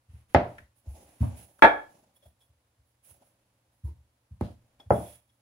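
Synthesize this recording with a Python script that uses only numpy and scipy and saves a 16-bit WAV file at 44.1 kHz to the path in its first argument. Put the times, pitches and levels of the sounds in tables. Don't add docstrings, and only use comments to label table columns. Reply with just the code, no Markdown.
import sys
import numpy as np
from scipy import signal
from scipy.fft import rfft, irfft
from scipy.io import wavfile
from scipy.ndimage import uniform_filter1d, minimum_filter1d

SR = 44100
rng = np.random.default_rng(int(sys.argv[2]) if len(sys.argv) > 2 else 0)


def unload_wav(signal):
    wavfile.write(
        sys.argv[1],
        SR,
        np.round(np.clip(np.atleast_2d(signal).T, -1, 1) * 32767).astype(np.int16),
    )


N = 238592
RING = np.arange(28000) / SR


def thud(db, corner_hz, damping_t60):
    # f/Hz, relative level/dB, t60/s before the hand's damping
    counter = [(76.5, -6, 0.29), (93.9, 3.5, 0.096), (116.3, -3.5, 0.31), (177.4, -2.5, 0.19),
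               (211, 0, 0.14), (240.7, 1.5, .045), (331, -5, 0.14)]
    onset = 1 - np.exp(-RING / 0.002)
    boom = soften(ring(counter, spread_hz=900) * onset, corner_hz, fall_db=23.0)
    boom = boom * 1000 ** (-RING / damping_t60)
    boom = highpass(boom, 66, order=6)
    return amp(db) * unit_blow(in_room(boom, wet_db=-12.0))


def knock(db, corner_hz, fall_db):
    # f/Hz, relative spectral level/dB
    clatter_spectrum = [(60, -30), (170, -9), (300, -2), (450, -1.5), (600, 1.5), (830, 0), (1050, -9.5),
                        (2100, -12.5), (2900, -18), (5500, -20), (8000, -31), (10500, -32), (16000, -27.5)]
    # f/Hz, level/dB (each row gains 0.75 dB on the last), t60/s
    base_modes = [(207, -6.5, 0.078), (337, 4, 0.04), (401.7, -11, .15), (514, 0.5, 0.085),
                  (597, -4.5, 0.35), (687, -7, 0.34), (834, 2.5, 0.052), (1313, -7.5, 0.069),
                  (1900, -14, 0.034), (2094, -12, 0.078)]
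    crack = contact(chatter_s=0.0035, chatter_db=5.5)
    near_wall = np.roll(crack, round(0.015 * SR), axis=1)
    echoes = amp(-8) * near_wall + amp(-2.0) * tail(build_s=0.0017)
    dull_echoes = soften(echoes, corner_hz=2420, fall_db=5.0)
    clatter = colour(amp(-0.5) * crack + dull_echoes, lambda hz: read(clatter_spectrum, hz))
    base = highpass(ring(base_modes, spread_hz=4600, polarity=-1.09), 220)
    blow = unit_blow(clatter) + amp(-3.0) * base
    return amp(db) * unit_blow(soften(blow, corner_hz, fall_db))


def clang(db):
    # f/Hz, relative level/dB, t60/s
    wall_modes = [(301, -17, .3), (495, -21, .4), (571, -16, .38), (684, -10, .24), (858, -7, .25),
                  (895, 5, .11), (1138, -10, .15), (1352, -5, .13), (1610, -19, .28), (1668, -17, .33),
                  (1686, -19, .37), (1696, 0, .11), (1727, -10, .29), (2208, -16, .2), (2304, -13, .15),
                  (2620, -21, .14), (3283, -19, .19), (3320, -20, .17), (3556, -21, .12)]
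    # f/Hz, relative spectral level/dB
    clash_spectrum = [(140, -18), (240, -11), (340, -0.5), (600, 3), (870, 6), (1020, -3), (1400, -.5),
                      (1690, 4.5), (1920, -8), (2250, -2), (2950, -25.5), (3330, -16.5), (3900, -24.5),
                      (5400, -39.5), (16000, -55.5)]
    impact = contact(chatter_s=0.013, chatter_db=14) + amp(-9) * tail(build_s=0.0015)
    clash = colour(impact, lambda hz: read(clash_spectrum, hz))
    wall = in_room(ring(wall_modes, spread_hz=800, polarity=-1), wet_db=-10)
    return amp(db) * unit_blow(unit_blow(clash) + amp(-3) * unit_blow(wall))


def squelch(db, rise_s, hz, octaves):
    swell = RING * np.exp(-RING / rise_s)
    snaps = diffuse(len(RING)) * rng.exponential(1, len(RING)) ** 2 * swell

    def pocket_db(f):
        return -10 * np.log10(1 + (2 * np.log2((f + 1) / hz) / octaves) ** 4)

    wet = colour(snaps, pocket_db)
    return amp(db) * unit_blow(in_room(wet, wet_db=-7))


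def wipe(length, db, tilt_db):
    # f/Hz, relative spectral level/dB
    hiss_colour = [(300, -11.5), (1600, -4), (2600, 0), (4500, -7), (6500, -3), (8300, -3.5), (10500, 0),
                   (13000, -4), (16000, 2)]
    pivot_hz = 6000
    spectrum = [(hz, level + tilt_db * np.log2(hz / pivot_hz)) for hz, level in hiss_colour]
    hiss = diffuse(len(RING), spectrum) * grainy(len(RING), depth_db=0.5, size=300)
    return amp(db) * stroke(RING, length, rise_s=0.038, fade_s=0.04) * hiss


def tick(db, rise_s):
    # f/Hz, relative level/dB, t60/s
    rim = [(1718, -17.5, 0.025), (3305, -16.5, 0.019), (3358, 10, 0.054), (3468, 4.5, 0.039),
           (5292, -2, .03), (5310, -4, 0.035)]
    slips = rng.standard_normal(len(RING)) * RING * np.exp(-RING / rise_s)
    ping = signal.fftconvolve(ring(rim, spread_hz=1000), slips[None], axes=1)[:, :len(RING)]
    ping = highpass(ping, 1400)
    return amp(db) * unit_blow(in_room(ping, wet_db=-9.5))


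def rubbing():
    # start t/s, length/s, level/dB before a common gain of 3 dB
    rubs = [(0.829, .07, -61.5), (0.923, 0.092, -62), (1.276, .12, -60.5), (1.88, 0.066, -62.5),
            (3.043, 0.15, -68), (3.36, 0.4, -82), (4.586, 0.29, -75)]
    # f/Hz, relative spectral level/dB
    rub_colour = [(60, -19.5), (150, -3), (320, 1.5), (430, -5), (560, 3.5), (850, 0.5), (1150, -17),
                  (1650, -23.5), (2500, -19), (4200, -23.5), (7000, -15.5), (9000, -34.5), (16000, -52.5)]
    t = np.arange(N) / SR
    level = sum(amp(db) * stroke(t - s, length, rise_s=0.043, fade_s=0.16) for s, length, db in rubs)
    return amp(3.0) * level * diffuse(N, rub_colour) * grainy(N, depth_db=1.5, size=400)


def still_room():
    # f/Hz, relative spectral level/dB
    air_spectrum = [(15, -33.5), (25, -24), (37, -24.5), (64, -7.5), (123, -9), (148, -21), (307, -8),
                    (403, -15.5), (557, -5), (620, -10.5), (905, -9), (1280, -13), (2500, -16.5),
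                    (8000, -22), (10500, -29), (15800, -23.5)]
    air = amp(-66.5) * diffuse(N, air_spectrum)
    hum = amp(-80) * unit(np.sin(2 * np.pi * 119.5 * np.arange(N) / SR))
    return air + hum


def contact(chatter_s, chatter_db):
    pulse = unit_blow(signal.unit_impulse(len(RING)))
    chatter = unit_blow(diffuse(len(RING)) * np.exp(-RING / chatter_s))
    return unit_blow(pulse + amp(chatter_db) * chatter)


def ring(modes, spread_hz, polarity=1):
    out = np.zeros((2, len(RING)))
    for k, (hz, db, t60) in enumerate(modes):
        skew = np.array([[1], [-1]]) * (-1) ** k * np.pi / 4 * np.tanh(hz / spread_hz)
        decay = 1000 ** (-RING / t60)
        out += polarity ** k * amp(db) * decay * np.sin(2 * np.pi * hz * RING + skew)
    attack = np.minimum(RING * 3000, 1)
    return unit_blow(out * attack)


def soften(x, corner_hz, fall_db):
    return colour(x, lambda hz: -fall_db / 4 * np.log2(1 + (hz / corner_hz) ** 4))


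def stroke(t, length, rise_s, fade_s):
    rise = np.sin(np.pi / 2 * np.clip(t / rise_s, 0, 1)) ** 2
    return rise * np.exp(-np.maximum(t - length, 0) / fade_s)


def grainy(n, depth_db, size):
    return unit(amp(depth_db * unit(uniform_filter1d(rng.standard_normal(n), size))))


def tail(build_s):
    # f/Hz, t60/s
    kitchen = [(100, 0.43), (300, 0.3), (700, .34), (2000, 0.29), (5000, 0.28), (12000, 0.25)]
    hz, t, z = signal.stft(diffuse(len(RING)), SR, nperseg=256)
    decay = 1000 ** (-t / read(kitchen, hz)[:, None])
    fading = signal.istft(z * decay, SR, nperseg=256)[1]
    return unit_blow(fading[:, :len(RING)] * (1 - np.exp(-RING / build_s)))


def in_room(x, wet_db):
    response = tail(build_s=0.0086) / np.sqrt(SR / 20)
    echo = signal.fftconvolve(x, response, axes=1)[:, :x.shape[-1]]
    return x + amp(wet_db) * echo


def diffuse(n, spectrum=None):
    # f/Hz, correlation (0-1)
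    likeness = [(60, 0.99), (200, 1), (600, 0.62), (1200, 0.01), (3000, .05), (16000, .05)]
    hz = np.fft.rfftfreq(n, 1 / SR)
    mid, side = rfft(rng.standard_normal((2, n)))
    same = np.clip(read(likeness, hz), 0, 1)
    z = mid * np.sqrt(1 + same) + np.array([[1], [-1]]) * side * np.sqrt(1 - same)
    gain = amp(read(spectrum, hz)) if spectrum else 1
    return unit(irfft(z * gain, n))


def colour(x, db_at, size=65536):
    log_gain = np.log(amp(np.maximum(db_at(abs(np.fft.fftfreq(size, 1 / SR))), -100)))
    response = np.exp(np.conj(signal.hilbert(log_gain)))[:size // 2 + 1]
    return irfft(rfft(x, size) * response)[..., :x.shape[-1]]


def highpass(x, corner_hz, order=2):
    return signal.sosfilt(signal.butter(order, corner_hz, "high", fs=SR, output="sos"), x)


def amp(db):
    return 10 ** (np.asarray(db) / 20)


def read(points, hz):
    f, value = np.transpose(points)
    return np.interp(np.log(hz + 1), np.log(f + 1), value)


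def unit(x):
    return x / np.sqrt(np.mean(x ** 2) + 1e-20)


def unit_blow(x):
    return unit(x) * np.sqrt(SR / 20 / x.shape[-1])


def add(mix, s, sound):
    part = mix[:, max(round(s * SR), 0):][:, :sound.shape[-1]]
    part += sound[..., :part.shape[-1]]


def scene():
    # t/s, level/dB, hardness as corner f/Hz, t60/s of the hand's damping
    thuds = [(0.085, -52.5, 91, 0.38), (0.132, -46, 106, 2.4), (0.347, -22.5, 230, 0.4),
             (0.617, -58, 90, 0.13), (0.868, -37, 56, 0.37), (1.205, -22, 143, 1.06),
             (1.624, -41, 75, 0.31), (2.254, -57, 131, 0.73), (2.49, -64, 108.5, 0.35),
             (2.785, -65, 80, 0.46), (3.103, -63, 119, 0.39), (3.836, -32, 87, 0.68),
             (4.308, -45, 137.6, 0.35), (4.411, -30, 300, 0.5), (4.859, -49, 109.9, .3),
             (4.904, -25, 326, 4)]
    # t/s, level/dB, hardness as corner f/Hz, fall above it/(dB per octave)
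    knocks = [(0.347, -15.5, 2700, 12), (2.258, -91, 923, 7), (4.411, -40, 1268, 10),
              (4.799, -58.5, 2300, 7.5), (4.9054, -18.5, 1330, 23.5)]
    # t/s, level/dB
    clangs = [(1.6222, -7), (1.6446, -11)]
    # t/s, level/dB, rise/s
    ticks = [(2.152, -68, .009), (2.205, -66.5, .025), (2.403, -65.5, 0.0094), (4.801, -58.5, .001),
             (4.915, -60.5, .028), (5.029, -63, .04), (5.289, -71.5, 0.0051)]
    # t/s, level/dB, rise/s, centre f/Hz, width/octaves
    squelches = [(0.581, -52, 0.0035, 1720, 0.6), (1.207, -36, 0.012, 230, 0.52),
                 (1.224, -43.5, 0.012, 740, 0.59), (1.59, -61, 0.0027, 1099, 0.83),
                 (2.221, -64.5, 0.007, 550, 0.26), (2.255, -61.5, 0.0059, 604.5, 0.38),
                 (3.08, -68.5, .014, 894, 1.4), (3.216, -64.5, 0.0083, 667.5, 0.56),
                 (3.845, -60, 0.018, 935, 0.14), (3.841, -56.5, 0.024, 333, 0.79),
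                 (4.41, -39.5, 0.0013, 262, 0.88), (4.43, -54.5, 0.025, 655, 1),
                 (4.41, -61.5, 0.03, 3320, 0.95)]
    # start t/s, length/s, level/dB, brightness/(dB per octave)
    wipes = [(0.073, 0.14, -64.5, -5), (.27, 0.055, -61.5, -4.5), (0.453, 0.16, -61, -8),
             (.74, 0.047, -61, 1.5), (0.864, 0.19, -62, -0.5), (1.05, 0.23, -62.5, -2.5),
             (1.178, 0.2, -60.5, -6), (1.347, 0.088, -53, -.5), (1.44, .13, -63, 2.5),
             (1.88, 0.14, -69, 4.5), (2.13, .04, -58, 7.5), (2.222, .06, -63.5, 7), (2.38, 0.056, -64, 2.5),
             (2.84, .07, -68, 8), (3.019, 0.1, -52.5, 2), (3.22, .07, -64.5, 0), (3.372, 0.17, -76.5, -5),
             (3.699, .1, -71, 1.5), (3.82, 0.049, -64.5, 5), (4.573, 0.28, -72, -7.5),
             (4.898, 0.26, -54.5, -0.5), (5.22, 0.16, -73, 4)]
    mix = still_room() + rubbing()
    events = ((thud, thuds), (knock, knocks), (clang, clangs),
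              (tick, ticks), (squelch, squelches), (wipe, wipes))
    for source, rows in events:
        for s, *row in rows:
            add(mix, s, source(*row))
    return mix


def suppress(x):
    threshold_db, knee_db, depth_db, lowest_hz = -63.5, 9, 13.5, 202
    middle = signal.sosfilt(signal.butter(2, [400, 3500], "band", fs=SR, output="sos"), x)
    power = uniform_filter1d((middle ** 2).mean(0), size=600)
    level_db = 10 * np.log10(abs(power) + 1e-12)
    shut = 0.5 - 0.5 * np.tanh((level_db - threshold_db) / knee_db)
    bass = signal.sosfiltfilt(signal.butter(2, lowest_hz, fs=SR, output="sos"), x)
    return bass + (x - bass) * amp(-depth_db * shut)


def limit(x, ceiling):
    gain = np.minimum(1, ceiling / (abs(x) + 1e-9))
    gain = uniform_filter1d(minimum_filter1d(gain, size=101), size=101)
    return x * gain


def record(dry):
    port_hz, port_width_hz, port_db = 10450, 1250, 15

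    def port_gain_db(hz):
        return port_db / (1 + ((hz - port_hz) / port_width_hz) ** 2 / 2) ** 2

    right = colour(dry[1], port_gain_db, size=262144)
    heard = limit(suppress(np.array([dry[0], right])), ceiling=0.87)
    band_limit = signal.firwin(511, 15800, window=("kaiser", 9), fs=SR)
    return signal.oaconvolve(heard, band_limit[None], "same")


dry = scene()
out = record(dry)
unload_wav(out)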